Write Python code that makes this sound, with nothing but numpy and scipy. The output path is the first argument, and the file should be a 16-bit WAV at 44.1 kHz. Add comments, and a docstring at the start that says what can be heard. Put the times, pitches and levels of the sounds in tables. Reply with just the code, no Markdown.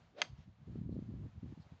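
"""An open golf range, one microphone a few metres from the mat, over a faint outdoor hiss.
An iron swings down, its shaft whistling higher as it speeds up. At 0.22 s it cracks the ball away:
a hard click, a brief ring, a scuff and thud of the mat, all scattered by nearby trees.
The club swishes on and a faint echo returns from the tree line.
Afterwards gusts buffet the microphone, and the golfer's clothes rustle faintly."""
import sys
import numpy as np
from scipy import signal
from scipy.fft import rfft, irfft
from scipy.io import wavfile
from scipy.ndimage import uniform_filter1d

SR = 44100
rng = np.random.default_rng(int(sys.argv[2]) if len(sys.argv) > 2 else 0)


def file_out(sig):
    """Save sig as 16-bit WAV at sys.argv[1]."""
    # one column per channel
    cols = np.atleast_2d(sig).T
    # limit, then scale
    lim = np.clip(cols, -1, 1)
    pcm = np.round(lim * 32767).astype(np.int16)
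    wavfile.write(sys.argv[1], SR, pcm)


N = 79380
STRIKE_S = 0.2176

# the club's sole scuffing the mat, also heard in the far tail (frequency [Hz], level [dB])
SCUFF_SPECTRUM = [(150, -33), (500, 8), (1500, 0), (3200, 2), (4600, -6), (5400, -4.5), (6700, -10),
                  (8500, -39)]


def undb(db):
    """Decibels to gain."""
    return 10 ** (np.asarray(db) / 20)


def curve(rows, t):
    """Straight lines through (time [s], value) rows."""
    return np.interp(t, *np.array(rows).T)


def noise(points):
    """Noise of rms 1, shaped by (frequency [Hz], level [dB]) points and falling off below the first."""
    hz, db = np.array(points).T
    freqs = np.maximum(np.arange(N // 2 + 1) * SR / N, 1)
    gain = undb(np.interp(np.log(freqs), np.log(hz), db)) * np.minimum(freqs / hz[0], 1)
    shaped = irfft(rfft(rng.standard_normal(N)) * gain, N)
    return shaped / shaped.std()


def waver(rate_hz):
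    """Random levels, each held 1 / rate_hz seconds, smoothed twice; spread 1."""
    hold = int(SR / rate_hz)
    steps = rng.standard_normal(N)[np.arange(N) // hold]
    smooth = uniform_filter1d(uniform_filter1d(steps, hold), hold)
    return smooth / smooth.std()


def fade(age, t60_s):
    """Decay by 60 dB in t60_s, from age 0 on."""
    return np.exp(-np.log(1000) * np.maximum(age, 0) / t60_s)


def rise(age, rise_s):
    """Silent before age 0, then a quick rise to 1."""
    return 1 - np.exp(-np.maximum(age, 0) / rise_s)


def swell(age, width_s):
    """A bell-shaped envelope centred on age 0."""
    return np.exp(-(age / width_s) ** 2)


def pulse(age, hz, width_s):
    """A pressure push and pull centred on age 0."""
    return -np.sin(2 * np.pi * hz * age) * swell(age, width_s)


def field_hiss(t):
    """The open field all around gives a faint, slightly wavering hiss."""
    # colour of the hiss (frequency [Hz], level [dB])
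    spectrum = [(30, 0), (100, 5), (300, -3.5), (700, 3.5), (1300, -2.5), (2500, -7.5), (4300, -11.5),
                (5500, -17.5), (7000, -18), (8500, -40.5)]
    # its slow drift (time [s], level [dB])
    drift = [(0, -70), (.35, -73), (.52, -71), (.68, -74), (.93, -73.5), (1.15, -72.5), (1.35, -74),
             (1.55, -71.5), (1.8, -73)]
    return noise(spectrum) * undb(curve(drift, t) + 2.17 * waver(rate_hz=9.65))


def gusts(t):
    """Wind right on the microphone rumbles, and adds a brighter flutter when it blows hard."""
    # strength of the wind (time [s], relative level [dB])
    strength = [(0.0, -62), (0.104, -70), (0.224, -76), (0.274, -64.5), (0.334, -51), (0.366, -66),
                (0.396, -51.5), (0.446, -69), (0.48, -51.5), (0.56, -70), (0.63, -53), (0.656, -65),
                (0.676, -45), (0.802, -47.5), (0.952, -42), (0.976, -50), (1.066, -49), (1.102, -45.5),
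                (1.162, -45.5), (1.258, -43.5), (1.312, -63), (1.382, -48), (1.408, -66.5), (1.432, -46),
                (1.538, -50.5), (1.548, -73), (1.598, -49), (1.638, -69.5), (1.668, -53), (1.688, -85),
                (1.724, -49.5), (1.8, -76)]
    # colour of the rumble (frequency [Hz], level [dB])
    rumble_spectrum = [(25, -17), (50, -2.5), (100, 4.5), (160, 0.5), (220, -7), (320, -26.5), (450, -40),
                       (800, -71)]
    # colour of the flutter (frequency [Hz], level [dB])
    flutter_spectrum = [(110, -10.5), (210, 1.5), (280, -1.5), (380, -8.5), (600, -27), (1000, -30.5),
                        (2000, -65.5)]
    strongest_db, steady_s = -42, 0.022
    gust_db = curve(strength, t)
    rumble = noise(rumble_spectrum)
    rumble /= np.sqrt(uniform_filter1d(rumble ** 2, int(steady_s * SR)))  # even out its own swells
    flutter = noise(flutter_spectrum)
    flutter_db = -52 + 1.7 * (gust_db - strongest_db) + 2 * waver(rate_hz=60)
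    return rumble * undb(gust_db - 1.5) + flutter * undb(flutter_db)


def eddies(t):
    """Single eddies hit the microphone, each a low thump with a sharp spit on top."""
    # eddies (time [s], relative thump level [dB], thump frequency [Hz], relative spit level [dB])
    hits = [(0.302, -45, 126, -80), (0.333, -42.5, 108.3, -73), (0.391, -45.5, 139, -77),
            (0.682, -48.5, 170, -68), (0.758, -37, 259, -47), (.788, -31, 164.6, -68),
            (0.8161, -28.5, 170, -51.5), (.862, -36, 165, -59), (.894, -33, 230, -41.5),
            (.926, -34, 201, -43), (.958, -42.5, 231, -45.5), (.966, -34, 211, -38.5),
            (.98, -30, 141, -62.5), (.991, -31.5, 216, -43), (1.025, -32.5, 174.6, -50),
            (1.092, -36, 200, -54), (1.14, -39.5, 226, -50), (1.255, -37.5, 150, -66),
            (1.379, -43.5, 110, -67), (1.433, -36.5, 185, -53), (1.444, -40, 193.6, -57.5),
            (1.461, -42, 199, -55), (1.525, -38, 223, -56.5), (1.577, -42.5, 194, -57),
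            (1.601, -51.5, 155, -68), (1.722, -47.5, 197, -62)]
    buffets = np.zeros(N)
    for at, thump_db, hz, spit_db in hits:
        thump = undb(thump_db - 1.5) * pulse(t - at, hz, width_s=0.57 / hz)
        spit = undb(spit_db - 2.5) * pulse(t - at, hz=406, width_s=0.0014)
        buffets += thump + spit
    return buffets


def brushes(t):
    """The club grazes the mat once more, and clothes rustle faintly as the golfer unwinds."""
    # light touches (time [s], half length [s], level [dB], centre frequency [Hz])
    touches = [(0.25, 0.0024, -53, 1500), (0.933, 0.03, -82, 4120), (1.508, 0.026, -84, 3090),
               (1.619, 0.021, -76.5, 4320), (1.638, 0.022, -71.5, 750)]
    skirt_db_per_octave = -30
    rustle = np.zeros(N)
    for at, width_s, db, hz in touches:
        band = [(hz * 2.0 ** octave, skirt_db_per_octave * abs(octave)) for octave in range(-2, 3)]
        rustle += undb(db) * swell(t - at, width_s) * noise(band)
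    return rustle


def tree_scatter(t, crack):
    """Ground and nearby trees scatter the crack into a short tail; the tree line echoes it faintly."""
    # colour that ground and trees give to the crack (frequency [Hz], level [dB])
    spectrum = [(120, -2), (250, 6), (600, 6), (1500, -4.5), (3000, -7.5), (4500, 2), (5400, 4.5),
                (6300, -0.5), (8500, -1)]
    rise_s, t60_s, echo_at_s = 0.0013, 0.21, 0.405
    paths = noise(spectrum) * rise(t, rise_s) * fade(t, t60_s)
    tail = signal.fftconvolve(crack, paths / np.linalg.norm(paths))[:N]
    age = t - STRIKE_S
    diffuse = undb(-54) * rise(age, rise_s) * fade(age, t60_s)  # leaves and grass smear it into noise
    echo = undb(-74) * swell(t - echo_at_s, width_s=0.046)
    return undb(-17.5) * tail + (diffuse + echo) * noise(SCUFF_SPECTRUM)


def club_swish(t):
    """Vortices shed by the shaft whistle at a pitch that follows its speed; the head adds a rush."""
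    # the swing (time [s], speed [share of full speed])
    swing = [(.08, .25), (.135, 0.47), (.165, 0.74), (.188, 1.004), (.213, 0.99), (.24, 0.46), (.275, 0.48),
             (.33, 0.077)]
    # air torn by the club head (frequency [Hz], level [dB])
    rush_spectrum = [(300, 6), (900, 0), (2000, -3), (3700, -5), (5300, -14.5), (6500, -19.5),
                     (8500, -40.5)]
    full_speed_hz, bandwidth_hz = 640, 320
    speed = curve(swing, t)
    phase = 2 * np.pi * np.cumsum(full_speed_hz * speed) / SR
    whistle = (waver(bandwidth_hz) * np.sin(phase) + waver(bandwidth_hz) * np.cos(phase)) / np.sqrt(2)
    return undb(-49) * speed ** 3 * whistle + undb(-55) * speed ** 6.3 * noise(rush_spectrum)


def mat_thud(t):
    """The mat gives under the club with a soft low thud."""
    # colour of the thud (frequency [Hz], level [dB])
    spectrum = [(70, -9.5), (170, 6.5), (250, 1.5), (340, -8), (700, -36)]
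    age = t - STRIKE_S
    return undb(-52.5) * noise(spectrum) * rise(age, rise_s=0.0095) * fade(age, t60_s=0.19)


def ball_strike(t):
    """A few metres off, iron meets ball: contact clicks, the ball pings, the head rings, the sole scuffs."""
    # modes of the club head (frequency [Hz])
    mode_hz = [463, 595, 762, 953, 1297, 1440, 1730, 2043, 2510, 2647, 3245, 3930, 4560, 4990]
    # strength of each mode (relative level [dB])
    mode_db = [-18.5, -16.5, -13.5, -15, -2.5, -7, -0.5, 4, -5, 0, 5, -7.5, -2, -9.5]
    contact_s, ball_hz, rise_s = 0.00013, 6240, 0.0016
    scuff_lag_s, scuff_hold_s = 0.001, 0.005
    age = t - STRIKE_S
    click = undb(-11.5) * pulse(age - contact_s, hz=2770, width_s=contact_s)
    ping = undb(-26) * np.sin(2 * np.pi * ball_hz * age) * rise(age, contact_s) * fade(age, t60_s=0.01)
    modes = np.zeros(N)
    for k, (hz, db) in enumerate(zip(mode_hz, mode_db)):
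        t60_s = 0.025 * (2003 / hz) ** 0.44  # low modes last a little longer
        modes += (-1) ** k * undb(db) * np.sin(2 * np.pi * hz * age) * fade(age, t60_s)
    ring = undb(-28) * modes * rise(age, rise_s)
    scuff_age = age - scuff_lag_s
    scuff_envelope = rise(scuff_age, rise_s) * fade(scuff_age - scuff_hold_s, t60_s=0.013)
    scuff = undb(-36) * noise(SCUFF_SPECTRUM) * scuff_envelope
    return click + ping + ring + scuff


def scene():
    """Swing, strike and weather meet at one microphone in the open."""
    t = np.arange(N) / SR
    crack = ball_strike(t)
    shot = crack + tree_scatter(t, crack) + mat_thud(t) + club_swish(t)
    return (shot + brushes(t) + gusts(t) + eddies(t) + field_hiss(t))[None]


def record(dry):
    """The recorder thins the deep bass and cuts the top steeply."""
    low_cut_hz, top_hz = 51, 8764
    low_cut = signal.butter(3, low_cut_hz, "high", fs=SR, output="sos")
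    top_cut = signal.ellip(8, .2, 70, top_hz, fs=SR, output="sos")
    return signal.sosfilt(top_cut, signal.sosfilt(low_cut, dry))


dry = scene()
out = record(dry)
file_out(out)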